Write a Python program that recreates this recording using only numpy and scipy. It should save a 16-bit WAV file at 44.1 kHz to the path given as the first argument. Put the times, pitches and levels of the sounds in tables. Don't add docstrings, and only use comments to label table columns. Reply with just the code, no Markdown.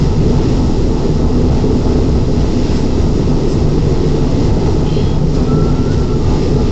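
import sys
import numpy as np
from scipy import signal
from scipy.fft import rfft, irfft, next_fast_len
from scipy.io import wavfile
from scipy.ndimage import uniform_filter1d

SR = 44100
rng = np.random.default_rng(int(sys.argv[2]) if len(sys.argv) > 2 else 0)


def store_wav(level_fs):
    pcm = np.round(np.clip(np.atleast_2d(level_fs), -1, 1) * 32767)
    wavfile.write(sys.argv[1], SR, pcm.T.astype(np.int16))


N = 295911
TIME = np.arange(N) / SR
CYLINDERS = 6


def amp(db):
    return 10 ** (np.asarray(db) / 20)


def unit(x):
    return x / np.sqrt(np.mean(x ** 2) + 1e-20)


def curve(rows, column=1):
    rows = np.asarray(rows)
    return np.interp(TIME, rows[:, 0], rows[:, column])


def bumps(rows):
    return sum(height * np.exp(-((TIME - middle) / half) ** 2) for middle, half, height in rows)


def crest(cycles, share):
    return np.cos(2 * np.pi * (cycles - share))


def drift(rate):
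    return unit(np.interp(TIME * rate, np.arange(4096), rng.standard_normal(4096)))


def noise(colour):
    hz, db = np.transpose(colour)
    size = next_fast_len(N)
    bins_hz = np.fft.rfftfreq(size, 1 / SR)
    gain = amp(np.interp(np.log(bins_hz + 1), np.log(hz), db))
    return unit(irfft(rfft(rng.standard_normal(size)) * gain, size)[:N])


def ring(x, tones):
    return sum(amp(db) * signal.lfilter(*signal.iirpeak(hz, hz / width, SR), x)
               for hz, width, db in tones)


def low_pass(x, hz, order):
    return signal.sosfilt(signal.butter(order, hz, fs=SR, output="sos"), x)


def firing(cycles, level_db=-17):
    angle = 2 * np.pi * CYLINDERS * (cycles - .03)
    return amp(level_db) * np.sqrt(2) * (np.sin(angle) + .2 * np.sin(2 * angle))


# vibrations per engine cycle, level in dB.
CHUG_TONES = [(17, -33.5), (18, -31), (19, -29.5), (20, -31), (21, -29)]
def chug(cycles, peak_share=.17):
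    offset = rng.random()
    thump = sum(amp(db) * np.sin(2 * np.pi * (multiple * (cycles - peak_share) + offset))
                for multiple, db in CHUG_TONES)
    return np.sqrt(2) * thump * amp(drift(3))


# vibrations per engine cycle, level in dB.
DRONE_TONES = [(8, -36), (10, -35), (14, -31), (15, -37), (16, -37), (26, -30), (27, -35), (28, -30),
               (29, -37), (36, -33.5), (46, -32), (48, -37), (72, -35), (108, -36), (126, -33)]
def drone(cycles, waver=0.51):
    out = np.zeros(N)
    for multiple, db in DRONE_TONES:
        looseness = waver * min(multiple / 30, 2)
        sway = (1 + looseness * (drift(2.6) + 1j * drift(3.6))) / np.sqrt(1 + 2 * looseness ** 2)
        tone = np.exp(2j * np.pi * (multiple * cycles + rng.random()))
        out += amp(db) * np.sqrt(2) * (sway * tone).real
    return out


def fan(turns, level_db=-27):
    return amp(level_db + 2 * drift(0.89)) * np.sqrt(2) * np.sin(2 * np.pi * turns)


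# frequency in Hz, relative strength in dB.
RUMBLE_COLOUR = [(8, -17), (18, -2.5), (30, 0), (70, 3.5), (110, 0), (170, -3), (215, -1.5), (410, -6.5),
                 (465, -9), (540, -18.5), (850, -22), (1300, -28), (1600, -44.5), (2500, -54)]
# time in seconds, relative level in dB.
RUMBLE_SWELLS = [(0.0, -12.5), (0.4, -10.5), (1.1, -11.5), (1.5, -11), (2.0, -10.3), (2.2, -12.5),
                 (3.0, -11.5), (4.11, -11.5), (4.51, -10), (5.21, -14.5), (5.51, -11.5), (6.11, -13),
                 (6.41, -10), (6.71, -13)]
def rumble(level_db=-4):
    return amp(curve(RUMBLE_SWELLS) + level_db) * noise(RUMBLE_COLOUR)


def hood(x, fade_s=0.38):
    t = TIME[:SR // 2]
    echoes = rng.standard_normal(len(t)) * amp(-60 * t / fade_s)
    return signal.oaconvolve(x, echoes)[:N]


CYLINDER_STRENGTHS = [0.69, 0.7, -0.9, 1, 0.65, -3.5]
# pitch in Hz, width in Hz, relative level in dB.
BODY_TONES = [(98.2, 9.1, 7), (126.3, 11, -1), (168, 27, -6.5), (219.4, 28, -6.5), (283.2, 12, 3.5),
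              (324, 15, -4.5), (354.3, 17.7, -2.5), (389.6, 12, 2.5), (422.4, 23, 0.5), (479.4, 45, -7),
              (513, 13, -12)]
def exhaust(cycles, level_db=-20, puff_share=0.6, uneven_db=1.5, muffler_hz=475, surge_db=1.6):
    firings = cycles * CYLINDERS
    count = np.floor(firings).astype(int)
    chance_db = uneven_db * rng.standard_normal(256)[count]
    strength = amp(np.take(CYLINDER_STRENGTHS, count, mode="wrap") + chance_db)
    pulses = np.diff(count, prepend=0) * strength
    puffs = strength * np.exp(-(firings % 1)) * rng.standard_normal(N)
    gas = (1 - puff_share) * unit(hood(pulses)) + puff_share * unit(puffs)
    boom = low_pass(ring(gas, BODY_TONES), muffler_hz, order=8)
    swell_db = curve(RUMBLE_SWELLS) + surge_db * crest(cycles, share=0.83)
    return amp(level_db) * unit(boom * amp(swell_db))


# pitch in Hz, width in Hz, relative level in dB.
PANEL_TONES = [(146.5, 16, 0), (248.6, 8.5, -0.5), (365, 40, -4.5)]
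# time in seconds, then dB added to the low, middle and high panel.
PANEL_SWELLS = [(0.0, -16, -25.5, -46), (0.7, -22, -22, -24.5), (0.9, -24.5, -29, -27),
                (1.3, -18, -20.5, -35), (1.9, -24.5, -18.5, -25.5), (2.3, -20, -23.5, -25.5),
                (2.8, -30, -26, -25.5), (3.2, -20.5, -21.5, -33.5), (4.01, -18, -28.5, -17.5),
                (4.31, -21, -26, -26.1), (5.21, -18, -27, -34.5), (5.61, -16.5, -17.5, -29.5),
                (6.11, -23.0, -24.5, -35), (6.71, -18, -23.5, -27.5)]
def panels():
    out = np.zeros(N)
    for column, (hz, width, db) in enumerate(PANEL_TONES, start=1):
        tone = [(hz, 2 * width, 0)]
        boom = ring(ring(rng.standard_normal(N), tone), tone)
        steady = boom / np.sqrt(uniform_filter1d(boom ** 2, SR // 2) + 1e-20)
        out += amp(db + curve(PANEL_SWELLS, column)) * steady
    return out


# pitch in Hz, width in Hz, relative level in dB.
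CASING_TONES = [(664, 89, 0.5), (768, 32, 0.5), (852.7, 21, 6), (891, 35, -9.5), (1080, 25, -15.5),
                (1250, 18, -12.5), (1256, 17, -6.5), (1284, 8.7, -3.5)]
# time in seconds, extra level in dB.
HARD_KNOCKS = [(.37, 2), (.57, 7.5), (1.03, 5), (1.55, 2), (1.67, 4), (1.869, 2.5), (3.02, 2.5), (4.15, 6),
               (4.68, 5.5), (5.4, 3.5), (6.33, 2)]
def knock(cycles, level_db=-34, top_hz=1450, surge_db=2.6, wander_db=1.2, half_bout_s=.045):
    throb = 3 + .04 * np.cos(2 * np.pi * CYLINDERS * cycles)
    casing = low_pass(ring(throb * rng.standard_normal(N), CASING_TONES), top_hz, order=6)
    bouts_db = bumps((time, half_bout_s, db) for time, db in HARD_KNOCKS)
    swell_db = surge_db * crest(cycles, share=0.26) + wander_db * drift(16)
    return amp(level_db + swell_db + bouts_db) * unit(casing)


# frequency in Hz, relative strength in dB.
HISS_COLOUR = [(700, -24.5), (1500, -0.5), (1750, -2.5), (2050, 1.5), (2280, -3.5), (2700, 0.5),
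               (2950, -1.5), (4650, -1), (5150, -1.5), (5650, -3.5), (6250, -7), (6750, -7.5), (7600, -12),
               (8050, -26)]
# pitch in Hz, width in Hz, relative level in dB.
WHEEL_TONES = [(1904, 38, 3.5), (2070, 23, -9.5), (2663, 60, -1.5), (4120, 25, 2), (5010, 180, -2.5),
               (5120, 55, 5), (5610, 38, 5.5), (6720, 43, 1.5)]
# time in seconds, relative level in dB.
HISS_SWELLS = [(0.0, -42), (0.2, -39), (0.3, -37), (1.1, -39.5), (1.6, -38.5), (1.9, -37.8), (2.1, -40),
               (2.8, -36), (2.9, -39), (3.3, -37.5), (3.71, -39), (4.41, -38.5), (5.01, -38), (5.21, -42.0),
               (5.31, -39), (6.21, -39.6), (6.31, -36), (6.71, -38.5)]
# middle in seconds, half length in seconds, extra level in dB.
WHEEL_SCUFFS = [(.02, .06, 4.5), (.58, 0.034, 2), (1.64, 0.037, 0.5), (3.02, .04, 1), (4.47, 0.048, 3),
                (5.36, 0.022, 3.5), (5.93, 0.017, 4)]
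def hiss(turns, high_db=3, low_db=1, wheel_db=-5.0, split_hz=3800):
    angle = 2 * np.pi * turns
    flutter = 1 + 0.06 * np.sin(3 * angle) + 0.11 * np.sin(4 * angle)
    whole = noise(HISS_COLOUR)
    low = signal.sosfiltfilt(signal.butter(2, split_hz, fs=SR, output="sos"), whole)
    high = amp(high_db) * (whole - low)
    ringing = amp(wheel_db) * unit(ring(rng.standard_normal(N), WHEEL_TONES))
    swell_db = curve(HISS_SWELLS) + bumps(WHEEL_SCUFFS) + 0.64 * drift(12)
    wandering_low = amp(low_db + 1.13 * drift(12)) * low
    return flutter * amp(swell_db) * (high + ringing + wandering_low)


# middle in seconds, half length in seconds, level in dB.
GRIT_SPITS = [(2.78, .06, -41), (3.52, .035, -36)]
# frequency in Hz, relative strength in dB.
GRIT_COLOUR = [(3000, -25), (4700, -13), (5100, 5), (5750, 0), (6400, -4), (7100, -8), (7600, 1),
               (8300, -19)]
def grit(grain_db=1.5):
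    spits = bumps((middle, half, amp(db)) for middle, half, db in GRIT_SPITS)
    return spits * noise(GRIT_COLOUR) * amp(grain_db * drift(260))


# start in seconds, time held in seconds, pitch in Hz, pitch slide in Hz, level in dB.
SQUEAL_NOTES = [(4.845, .17, 3090, -6, -40), (4.88, .1, 3243, -5, -43), (4.905, .15, 4156, 0, -39.5),
                (4.935, .08, 2775, 0, -41.5), (4.96, .19, 3309, 3, -39.5), (5.085, .055, 4156, 0, -45),
                (5.46, .22, 1316, 31, -28.5), (5.72, .17, 1346, 16, -35), (5.865, .06, 1470, -10, -33),
                (5.875, .045, 4390, -15, -37), (5.95, .08, 1344, 0, -35.5), (6.07, .09, 1341, -3, -35),
                (6.165, .54, 1197, 12, -40), (6.54, .075, 1342, 0, -36)]
def squeals(rise_s=.045, sag_db=-4.5, fade_s=.025, shimmer_db=1.6, jitter_hz=4):
    out = np.zeros(N)
    for start, held, pitch, slide, db in SQUEAL_NOTES:
        t = TIME - start
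        progress = np.clip(t / held, 0, 1)
        shape = np.clip(t / rise_s, 0, 1) * np.exp(-np.maximum(t - held, 0) / fade_s)
        hz = pitch + slide * progress + jitter_hz * drift(90)
        level = amp(db + sag_db * progress + shimmer_db * drift(60))
        out += shape * level * np.sin(2 * np.pi * np.cumsum(hz) / SR)
    return np.sqrt(2) * out


# frequency in Hz, relative strength in dB.
SCRAPE_COLOUR = [(2000, -43.5), (2500, 6.5), (2680, -3), (2850, 2.5), (3200, 9.5), (3700, -15), (4300, -8),
                 (5000, -27)]
def scrape(start_s=4.852, rise_s=.025, fade_s=.15, level_db=-37.5, chatter_hz=36, grain_db=1.5):
    t = TIME - start_s
    shape = np.clip(t / rise_s, 0, 1) * np.exp(-np.maximum(t - rise_s, 0) / fade_s)
    chatter = 1 + 0.6 * np.sin(2 * np.pi * chatter_hz * TIME)
    return shape * chatter * noise(SCRAPE_COLOUR) * amp(level_db + grain_db * drift(260))


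def scene(cycle_hz=3.359, fan_hz=29.55):
    cycles = np.cumsum(cycle_hz * (1 + .003 * drift(2))) / SR
    turns = np.cumsum(fan_hz * (1 + .004 * drift(2))) / SR
    hum = firing(cycles) + chug(cycles) + drone(cycles) + fan(turns)
    body = exhaust(cycles) + panels() + knock(cycles)
    wheels = rumble() + hiss(turns) + grit() + squeals() + scrape()
    return (hum + body + wheels)[None]


def record(dry, ceiling=.63, top_hz=8080):
    flattened = dry / (1 + (abs(dry) / ceiling) ** 14) ** (1 / 14)
    treble_cut = signal.firwin(301, top_hz, window=("kaiser", 8), fs=SR)
    return signal.oaconvolve(flattened, treble_cut[None], "same")


dry = scene()
out = record(dry)
store_wav(out)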